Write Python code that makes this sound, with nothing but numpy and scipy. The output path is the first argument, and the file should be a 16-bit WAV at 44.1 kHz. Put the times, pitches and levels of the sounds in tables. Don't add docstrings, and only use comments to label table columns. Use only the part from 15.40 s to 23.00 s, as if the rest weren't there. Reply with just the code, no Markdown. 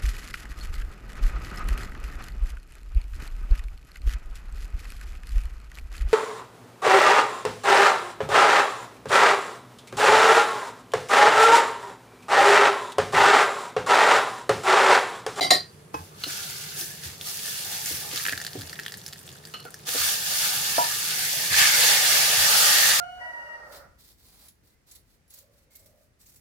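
import sys
import numpy as np
from scipy import signal
from scipy.fft import rfft, irfft, next_fast_len
from scipy.io import wavfile
from scipy.ndimage import uniform_filter1d, map_coordinates

SR = 44100
rng = np.random.default_rng(int(sys.argv[2]) if len(sys.argv) > 2 else 0)


def transcribe(u):
    v = np.clip(np.atleast_2d(u).T, -1, 1)
    q = np.round(v * 32767).astype(np.int16)
    wavfile.write(sys.argv[1], SR, q)


def voltage_ratio(decibels):
    exponent = np.asarray(decibels, float) / 20
    return 10 ** exponent


N = 335160


def unit(x):
    return x / np.sqrt(np.mean(x ** 2) + 1e-20)


def along(points, hz):
    f, v = np.transpose(points)
    return np.interp(np.log(hz + 1), np.log(f + 1), v)


def curves(rows):
    s, *cols = np.transpose(rows)
    return [np.interp(np.arange(N) / SR, s, c) for c in cols]


def wobble(rate):
    knots = rng.standard_normal(int(N * rate / SR) + 4)
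    return map_coordinates(knots, [np.arange(N) * rate / SR])


def filtered(x, response):
    m = next_fast_len(N + SR // 2)
    return irfft(rfft(x, m) * response(np.fft.rfftfreq(m, 1 / SR)), m)[..., :N]


def mode(hz, width_hz):
    return lambda f: 1j * f * width_hz / (hz * hz - f * f + 1j * f * width_hz)


def patchy(patchy_db):
    z = signal.stft(rng.standard_normal((2, N)), nperseg=256)[2]
    field = uniform_filter1d(rng.standard_normal(z.shape[1:]), size=6, axis=0)
    field = uniform_filter1d(field, size=8, axis=1)
    return unit(signal.istft(z * voltage_ratio(patchy_db * unit(field)), nperseg=256)[1][:, :N])


def ring(modes, scatter_db, length, rough_hz, attack=0.00079):
    t = np.arange(round(length * SR)) / SR
    hz, db, t60 = np.transpose(modes)[:, :, None]
    luck = rng.standard_normal((2, len(modes), 1))
    steps = rng.standard_normal((2, len(modes), len(t)))
    wander = np.cumsum(steps, axis=2) * np.sqrt(2 * np.pi * abs(rough_hz) / SR)
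    wander[1] += np.pi / 2 * np.sign(luck[0]) + .4 * luck[1]
    decay = voltage_ratio(db + scatter_db * luck - 60 * t / t60)
    tones = decay * np.sin(2 * np.pi * hz * t + wander)
    return np.sum(tones, axis=1) * (1 - np.exp(-t / attack))


def puff(t60, length):
    t = np.arange(round(length * SR)) / SR
    return voltage_ratio(-60 * t / t60) * rng.standard_normal((2, len(t)))


def empty_track():
    return np.zeros((2, N + SR))


def add(track, s, sound):
    track[:, round(s * SR):][:, :sound.shape[1]] += sound


# f/Hz, density/dB per Hz
RUMBLE_COLOUR = [(40, -12), (70, -2.5), (120, -5.5), (200, -8), (260, -17.5), (440, -8), (520, -14.5),
                 (1050, -16.5), (2500, -25.5), (5000, -40), (10000, -25.5), (16000, -50)]
# f/Hz, width/Hz, level over the rumble/dB
FAN_LINES = [(89.4, 12, 2.5), (149, 19, 10.5), (369, 5.4, -8)]
# t/s, drone level/dB, burner rise/dB
BODY_SWELL = [
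    (0.0, -50, 3.5),
    (0.23, -59, 0.7),
    (3.0, -69, 1.5),
    (3.75, -73, 0),
    (7.2, -47, 4),
    (7.6, -71, 1.5),
]


def rumble():
    drone_db, rise_db = curves(BODY_SWELL)

    def colour(f):
        lines = sum(voltage_ratio(db) * abs(mode(hz, width)(f)) for hz, width, db in FAN_LINES)
        return voltage_ratio(along(RUMBLE_COLOUR, f)) * (1 + lines)

    fan = unit(filtered(patchy(patchy_db=1.0), colour))
    body = unit(filtered(patchy(patchy_db=-13.0), lambda f: mode(400, 170)(f) ** 2))
    return voltage_ratio(-48 + rise_db + 0.16 * wobble(2.8)) * fan + voltage_ratio(drone_db - 21.0) * body


# t/s, peak level/dB, pot thud/dB
LID_CONTACTS = [
    (0.0084, -11.5, -21),
    (0.0154, -14.5, -21),
    (0.0263, -9.5, -21),
    (0.0454, -14, -13),
    (0.065, -25, -6),
    (0.1054, 3, -21),
    (0.117, -19, -5),
    (0.13, -8, -31),
    (0.136, -12, -17),
    (0.1461, -13, -18),
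]
# f/Hz, level/dB, t60/s
EDGE_GLASS = [(740, -10, 0.22), (2075, 0, .14), (2920, -15, .15), (3210, -10.5, 0.21), (3750, -7, 0.16),
              (3950, 0.5, .14), (3970, -5, 0.17), (4710, -4, .26), (5340, -10, .12), (5830, -12, 0.19),
              (6584, -19, .14), (7000, -13, .12), (8349, -16, .13), (8818, -12.5, 0.18)]
# f/Hz, level/dB, t60/s
FLAT_GLASS = [(1875, -6.5, 0.19), (2080, -4.5, 0.061), (3250, -19, 0.17), (3690, -7.5, .12),
              (3980, -2, 0.15), (4140, -2, .19), (4710, -6, .27), (5320, -13, 0.14), (5760, -18, 0.2),
              (6840, -8, .06), (7120, -14, .14), (8220, -11, 0.11), (8800, -13.5, 0.16), (9900, -15, .09)]
# f/Hz, level/dB, t60/s
STEEL_BAND = [(10530, -21, .13), (11350, -21, .11), (11700, -20.5, 0.19), (12400, -24, .12),
              (13900, -23.5, .13), (14600, -28, .11)]
# f/Hz, level/dB, t60/s
SMALL_POT = [(195, -5, 0.12), (293, -13, 0.12), (375, -3.5, 0.25), (476, -15, 0.21), (603, -0.5, 0.15),
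             (743, 9.5, 0.079), (793, -14, 0.19), (1097, 4, 0.11)]


def lid():
    track = empty_track()
    for s, db, thud_db in LID_CONTACTS:
        struck = FLAT_GLASS if s > .1 else EDGE_GLASS
        glass = ring(struck + STEEL_BAND, scatter_db=2.0, length=.35, rough_hz=30, attack=.0008)
        rattle = voltage_ratio(-7) * puff(t60=0.04, length=.35) + voltage_ratio(-15.5) * puff(t60=0.28, length=.35)
        glass += uniform_filter1d(rattle, size=3)
        pot = ring(SMALL_POT, scatter_db=4.5, length=.35, rough_hz=22)
        add(track, s, voltage_ratio(db - 13.0) * (glass + voltage_ratio(thud_db + 6) * pot))
    return track[:, :N]


# t/s, sizzle level/dB
SIMMER_LEVEL = [
    (.3, -65.5),
    (.8, -73),
    (2.6, -66),
    (3.1, -57),
    (3.4, -54.5),
    (4.0, -58.5),
    (4.45, -59),
]
# t/s, sizzle level/dB
WET_RICE = [(4.452, -58), (4.474, -36), (4.51, -35), (4.6, -29.5), (4.68, -30), (4.78, -33), (5.045, -31),
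            (5.6, -33), (6.105, -33), (6.135, -27.5), (6.165, -26), (6.19, -22.5), (6.3, -24),
            (6.408, -21.5), (6.6, -24), (6.826, -24.5), (6.99, -24), (7.154, -22), (7.35, -22.5),
            (7.6, -24)]
# start t/s, rise/s, sizzle level/dB, fading/dB per s, steam/dB
SPOON_STROKES = [
    (.53, 0.014, -54, 46, 4.5),
    (.74, 0.082, -44, 90, -1),
    (.82, 0.065, -38.5, 15.5, 2.5),
    (1.32, 0.082, -43.5, 86.5, 11),
    (1.59, 0.062, -38.5, 146.5, 3),
    (1.78, 0.1, -39.5, 12.5, 6),
    (1.95, 0.11, -37, 33, 4.5),
    (2.27, 0.054, -39, 32, 4),
    (2.42, 0.053, -37, 43.5, 7),
    (2.69, 0.048, -35.5, 41, -1),
]


def sizzle():
    t = np.arange(N) / SR
    simmer_db, = curves(SIMMER_LEVEL)
    wet_db, = curves(WET_RICE)
    power = voltage_ratio(simmer_db) ** 2 + voltage_ratio(wet_db) ** 2 * (t > WET_RICE[0][0])
    steam = power.copy()
    for s, rise, db, fade_db, steam_db in SPOON_STROKES:
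        after = t - s - rise
        shape_db = np.where(after < 0, 19 * after / rise, -fade_db * after)
        stroke = voltage_ratio(db + shape_db) ** 2 * (t > s)
        power = power + stroke
        steam = steam + stroke * voltage_ratio(steam_db) ** 2
    return np.sqrt(power), np.sqrt(steam)


# from t/s, steam/dB, upper pan air/dB, lower pan air/dB, spit share/0-1
PAN_STATES = [
    (0, -1.5, -10, -16.5, 0.08),
    (2.8, 1, -8.5, -22, 0.7),
    (2.97, -1, -8, -11, 0.5),
    (3.62, -1, -10, -12, 0.5),
    (4.47, 2.5, -9, -16, 0.04),
    (6.12, -2.5, -7, -16.5, 0.08),
    (6.33, 0, -7.5, -12.5, 0),
    (6.98, 0.5, -7, -13.5, 0),
    (7.35, 0.5, -7.5, -13.5, 0.03),
]


def states():
    s, *cols = np.transpose(PAN_STATES)
    now = np.searchsorted(s[1:], np.arange(N) / SR)
    change_s = .08
    return [uniform_filter1d(c[now], size=round(change_s * SR)) for c in cols]


def bubbles(rate, spread_db, t60, share):
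    luck = rng.random((2, N))
    sizes = (luck[0] < rate / SR) * voltage_ratio(-spread_db * np.log(1 - .96 * luck[1]))
    bursts = unit(signal.lfilter([1], [1, -voltage_ratio(-60 / (t60 * SR))], sizes))
    gain = np.sqrt(1 - share) + np.sqrt(share) * bursts
    return gain / np.sqrt(uniform_filter1d(gain ** 2, size=SR // 5))


# t/s, favoured f/Hz
FOOD_HOLLOW = [(0, 1600), (0.9, 1560), (1.25, 1480), (1.6, 1780), (4.47, 1800), (4.6, 1720), (4.8, 1660),
               (6.1, 1750), (6.19, 1820), (6.33, 1500), (6.45, 1750), (6.56, 1920), (6.7, 1650),
               (6.98, 1930), (7.12, 1580), (7.24, 1650), (7.38, 1920), (7.6, 1940)]


def shifting(noise, rows, shift_db, focus_db):
    pitch, = curves(FOOD_HOLLOW)
    total = 0
    for k, (hz, width, db) in enumerate(rows):
        octaves_off = np.minimum(abs(np.log2(hz / pitch)), .22)
        gain = voltage_ratio(db + shift_db * wobble(5) - focus_db * octaves_off)
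        total = total + gain * (-1) ** k * filtered(noise, mode(hz, width))
    return unit(total)


# f/Hz, density/dB per Hz
BUBBLE_FIZZ = [(1500, -69), (2150, -13.5), (2450, -9), (2750, -2.5), (3050, -6), (3450, -3), (4000, -3.5),
               (4450, -1.5), (5200, -4.5), (6500, -5.5), (8500, -11), (11000, -13.5), (16000, -56)]
# f/Hz, density/dB per Hz
STEAM_HISS = [(3000, -56), (5000, -2.5), (6500, -3.5), (7500, -5), (11400, -1.5), (14900, -5),
              (16000, -3.5)]
# f/Hz, width/Hz, level/dB
ACROSS_PAN = [(1202, 120, 2.5), (1486, 160, 2), (1752, 137, 1), (1910, 110, 1.5), (2240, 620, -2)]
# f/Hz, width/Hz, level/dB
PAN_DEPTH = [(250, 260, -16.5), (456, 56, -6.5), (601, 84, -5.5), (754, 58, -0.5), (882, 115, -0.5)]


def frying():
    strength, steam = sizzle()
    steam_db, upper_db, lower_db, spit = states()
    spit = np.clip(spit, 0, 1)
    surge_db = 0.98 * wobble(10) + 0.12 * wobble(27)
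    wide = bubbles(rate=370, spread_db=4.5, t60=0.0022, share=.4 * spit)

    def own(t60):
        bursts = bubbles(rate=340, spread_db=5.5, t60=t60, share=.7 * spit)
        return wide * bursts * patchy(patchy_db=1.14)

    fizz = unit(filtered(own(t60=0.028), lambda f: voltage_ratio(along(BUBBLE_FIZZ, f))))
    hiss = unit(filtered(own(t60=0.0037), lambda f: voltage_ratio(along(STEAM_HISS, f))))
    upper = shifting(filtered(own(t60=0.0076), mode(1930, 1500)), ACROSS_PAN, shift_db=2.0, focus_db=23.5)
    lower = shifting(filtered(own(t60=0.017), mode(774, 760)), PAN_DEPTH, shift_db=1.25, focus_db=0)
    bubbling = strength * (fizz + voltage_ratio(upper_db + 2.5) * upper + voltage_ratio(lower_db) * lower)
    steaming = steam * voltage_ratio(steam_db - 0.4) * hiss
    return voltage_ratio(surge_db + 2.5) * (bubbling + steaming)


# t/s, peak level/dB
WORKTOP_BUMPS = [(0.539, -43), (0.59, -42.5), (1.649, -41.5), (2.51, -42.5), (2.928, -41), (3.17, -38),
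                 (3.228, -41), (4.599, -42.5), (6.1, -39), (6.198, -43), (6.972, -40)]


def bumps():
    track = empty_track()
    for s, db in WORKTOP_BUMPS:
        add(track, s, voltage_ratio(db + 11) * ring([(88, 0, 0.24)], scatter_db=-0.5, length=.4, rough_hz=9.5, attack=0.01))
    return track[:, :N]


# t/s, peak level/dB
PUT_DOWN = [
    (0.542, -23),
    (5.382, -14),
]
# f/Hz, level/dB, t60/s
PAN_GRATE = [(315, -1, 0.16), (449, -3, 0.124), (858, 1, 0.23), (1060, 4.5, 0.091), (1560, -15, 0.32),
             (1685, -10, 0.17), (2560, -9, 0.1), (3720, -20, .06), (5250, -6.5, 0.044), (5900, -11, 0.098)]
# f/Hz, level/dB, t60/s
PLASTIC_JUG = [(300, -30, .12), (417, -26, 0.1), (650, 7, 0.03), (708, -1, 0.14), (775, 0, 0.23),
               (878, 3, 0.19), (957, 3, 0.22), (1360, -5, 0.046)]


def set_down():
    track = empty_track()
    for (s, db), body in zip(PUT_DOWN, (PAN_GRATE, PLASTIC_JUG)):
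        blow = ring(body, scatter_db=1.5, length=.3, rough_hz=20, attack=.0005)
        add(track, s, voltage_ratio(db - 8) * (blow + voltage_ratio(-20) * puff(t60=0.025, length=.3)))
    return track[:, :N]


# t/s, length/s, f/Hz, level/dB
SPOON_DRAGS = [
    (.71, 0.086, 1190, -58),
    (0.866, 0.28, 1486, -48.5),
    (1.363, 0.096, 369, -53),
    (1.62, 0.086, 1900, -54),
    (2.019, 0.44, 1813, -55),
    (2.241, 0.2, 854, -49),
    (2.625, .1, 855, -48.5),
    (4.252, 0.039, 1450, -44),
]


def scrapes():
    track = empty_track()
    for s, length, hz, db in SPOON_DRAGS:
        floor = [(hz, 0, 9), (0.97 * hz, -3, 9), (0.99 * hz, -3, 9)]
        drag = ring(floor, scatter_db=3.0, length=length, rough_hz=66)
        swell = np.sin(np.linspace(0, np.pi, drag.shape[1])) ** 0.34
        add(track, s, voltage_ratio(db) * drag * swell)
    return track[:, :N]


# t/s, peak level/dB, share of the free ring time
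RIM_TAPS = [
    (0.816, -30, 0.2),
    (0.837, -7.5, 0.1),
    (0.841, -9, 0.092),
    (0.856, -24, .15),
    (4.139, -15, 0.05),
    (4.141, -22.5, 0.9),
    (4.196, -33, 1),
]
# f/Hz, level/dB, t60/s
STEEL_HANDLE = [(420, -10, 0.11), (1245, 0.5, 0.096), (1450, -11, 0.21), (1800, -7, 0.067),
                (2800, -6.5, 0.16), (2940, 1, 0.15), (4200, 2.5, 0.15), (4400, -5, 0.077), (5450, -8, .08)]


def rim_taps():
    track = empty_track()
    for s, db, free in RIM_TAPS:
        held = [(hz, level, free * t60) for hz, level, t60 in STEEL_HANDLE]
        steel = ring(held, scatter_db=2.0, length=.3, rough_hz=70)
        add(track, s, voltage_ratio(db - 12.5) * (steel + voltage_ratio(-18) * puff(t60=0.061, length=.3)))
    return track[:, :N]


# t/s, peak level/dB, snap f/Hz
SPOON_FLICKS = [(0.838, -20, 4120), (1.4117, -19.5, 3817), (1.636, -32, 3540), (1.812, -20.5, 3660),
                (2.4592, -14, 6270), (2.7143, -25, 3150), (3.8661, -29, 7830), (3.8908, -29.5, 3530),
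                (4.04, -46, 4640), (4.139, -30, 4300), (4.253, -37, 2800), (4.3056, -28, 9140)]
# t/s, peak level/dB, snap f/Hz
FAT_TICKS = [(2.7596, -16, 4590), (2.7854, -20.5, 4320), (2.8874, -21.5, 4740), (2.918, -23, 5560),
             (3.016, -21, 6740), (3.1064, -34, 4450), (3.1464, -36, 8450), (3.1704, -35, 4550),
             (3.1914, -35, 4470), (3.275, -30, 4500), (3.3564, -32, 3510), (3.4517, -29, 3560),
             (3.5714, -25, 10400), (3.6034, -38, 6100), (3.6391, -32, 5990), (3.6874, -29, 4710),
             (3.727, -26, 4520), (3.7974, -37, 8790), (3.8134, -32, 10700), (3.8778, -32, 3530),
             (3.9265, -31, 6820), (3.9659, -35, 7730), (3.9734, -40, 3510), (4.0721, -29, 8280),
             (4.0844, -33, 10200), (4.2274, -38, 4180), (4.2414, -38, 4610), (4.3754, -44, 7350)]
# t/s, peak level/dB,
# snap f/Hz, pan air/dB
FAT_SPITS = [(2.776, -14.5, 4140, -35), (2.8293, -29, 4400, -22), (2.852, -15, 4550, -22),
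             (2.8728, -12, 10900, -21), (2.8841, -19, 2680, -2), (2.8943, -15.5, 2630, -22),
             (2.8645, -19, 2670, -2), (2.9769, -17.5, 4460, -10.5), (3.001, -24, 4700, -11),
             (3.0486, -19.5, 4400, -16.5), (3.066, -16, 4480, -20.5), (3.1323, -24.5, 4540, -21),
             (3.211, -25, 4350, -13), (3.2185, -23, 4430, -17), (3.2955, -23, 4360, -22),
             (3.3302, -24, 4940, -7), (3.391, -27, 2550, -4.5), (3.397, -22, 4480, -8),
             (3.4339, -28, 5420, -18), (3.4627, -22, 3580, -9.5), (3.4813, -22.5, 3100, -18),
             (3.5212, -21.5, 4930, -19), (3.5406, -25, 4440, -10.5), (3.5804, -29, 7490, -31),
             (3.6635, -18, 5480, -29), (3.68, -22.5, 6820, -23), (3.7324, -23.5, 4680, -21),
             (3.791, -28, 8780, -30), (4.0525, -25, 4800, -23), (4.3423, -24, 5600, -16)]


def spits():
    track = empty_track()
    rows = [(s, db, hz, air_db + 8.5) for s, db, hz, air_db in FAT_SPITS]
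    rows += [(*row, -18) for row in SPOON_FLICKS]
    rows += [(*row, -11.5) for row in FAT_TICKS]
    for s, db, hz, air_db in rows:
        tick = voltage_ratio(-19) * np.gradient(puff(t60=.0012, length=.05), axis=1)
        snap = ring([(hz, 0, 9 / hz), (1.4 * hz, -6, 6 / hz)], scatter_db=1.5, length=.05, rough_hz=60, attack=.0001)
        cloud = [(hz, -23, .035), (1.12 * hz, -24, .035), (1.6 * hz, -27, .03)]
        spray = ring(cloud, scatter_db=4, length=.05, rough_hz=510)
        air = ring([(1750, air_db - .5, .011)], scatter_db=1.5, length=.05, rough_hz=40, attack=0.00092)
        fine_spray = voltage_ratio(-20.5) * np.gradient(puff(t60=0.048, length=.05), axis=1)
        add(track, s, voltage_ratio(db + 5.5) * (tick + snap + spray + air + fine_spray))
    return track[:, :N]


# t/s, peak level/dB, ring f/Hz
SPOON_KNOCKS = [
    (0.865, -31.5, 369),
    (1.364, -39, 368),
    (2.509, -30.5, 420),
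    (2.729, -33, 410),
    (2.923, -25.5, 332),
    (3.153, -27.5, 377),
    (3.19, -30, 250),
    (4.251, -28, 775),
    (4.481, -36, 460),
    (4.548, -22, 455),
]


def knocks():
    track = empty_track()
    t60 = 0.095
    for s, db, hz in SPOON_KNOCKS:
        cluster = [(hz, 0, t60), (0.787 * hz, -4, t60), (1.25 * hz, -4, t60),
                   (1.2 * hz, -6, 0.17 * t60), (1.9 * hz, -9, 0.65 * t60), (0.53 * hz, -6, t60)]
        body = ring(cluster, scatter_db=5.5, length=.3, rough_hz=45, attack=0.00086)
        add(track, s, voltage_ratio(db - 10.5) * (body + voltage_ratio(-4) * puff(t60=0.046, length=.3)))
    return track[:, :N]


# t/s, peak level/dB, f/Hz
DEEP_POPS = [(2.798, -28, 1810), (2.8532, -16, 1710), (2.8635, -16.5, 1770), (2.904, -26, 1800),
             (2.9164, -31, 1750), (2.9254, -22, 1760), (2.9325, -21, 1750), (3.014, -27, 1760),
             (3.0769, -32, 1750), (3.1284, -39, 1720), (3.2321, -36, 1760), (3.3607, -37, 1800),
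             (3.4452, -33, 1740), (3.497, -34, 1750), (3.7589, -41, 1750), (3.9564, -41, 1610),
             (4.0396, -45, 1750), (4.342, -42, 1750), (4.4695, -32, 1750), (4.4814, -31, 1910)]


def pops():
    track = empty_track()
    for s, db, hz in DEEP_POPS:
        air = [(hz, 0, .012), (1.47 * hz, -10, .008)]
        add(track, s, voltage_ratio(db + 4) * ring(air, scatter_db=4.0, length=0.055, rough_hz=40, attack=.0004))
    return track[:, :N]


# f/Hz, t60/s
ROOM_DECAY = [(200, 0.212), (2000, 0.21), (10000, 0.14)]


def kitchen(x):
    hz, t, z = signal.stft(rng.standard_normal((2, SR // 2)), SR, nperseg=256)
    decay = voltage_ratio(-60 * t / along(ROOM_DECAY, hz)[:, None])
    tail = signal.istft(z * decay, SR, nperseg=256)[1]
    return signal.fftconvolve(x, tail / np.linalg.norm(tail[0]), axes=1)[:, :N]


# f/Hz, likeness/0-1
PORT_LIKENESS = [(100, 0.94), (350, 0.88), (600, 0.55), (850, 0.66), (1200, 0), (1750, 0.34), (2300, 0.21),
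                 (4500, 0.09), (8000, 0.07), (12000, 0)]
# f/Hz, phase/rad
LEFT_LEAD = [(300, .05), (500, 0.91), (700, 1.1), (1000, 2.35), (1400, 5.4), (1750, 5), (2100, 6.35),
             (16000, 6.97)]


def ports(paths):
    def shares(f):
        turn = np.arccos(np.clip(along(PORT_LIKENESS, f), 0, 1)) / 2
        return np.array([np.cos(turn), np.sin(turn)])

    mid, side = filtered(paths, shares)
    pair = np.array([mid + side, mid - side])
    return filtered(pair, lambda f: np.exp(.5j * np.outer([1, -1], along(LEFT_LEAD, f))))


def scene():
    near = voltage_ratio([[1.5], [-6]])
    background = rumble()
    hits = near * (lid() + bumps() + set_down() + scrapes() + rim_taps() + knocks())
    fry = frying()
    spit = near * (spits() + pops())
    room = kitchen(voltage_ratio(-7.5) * hits + voltage_ratio(-8.5) * spit + voltage_ratio(-13.0) * fry)
    return ports(hits + spit + fry + room + background) * voltage_ratio([[-.4], [.4]])


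def band_limit(x):
    return signal.sosfilt(signal.butter(12, 16690, fs=SR, output="sos"), x)


def record(dry):
    low_hz, top_hz = 75, 15750
    heard = filtered(dry, lambda f: (1j * f / (low_hz + 1j * f)) ** 3 / (1 + (f / top_hz) ** 120))
    heard = heard / (1 + abs(heard / .93) ** 6) ** (1 / 6)
    return band_limit(heard)


dry = scene()
out = record(dry)
transcribe(out)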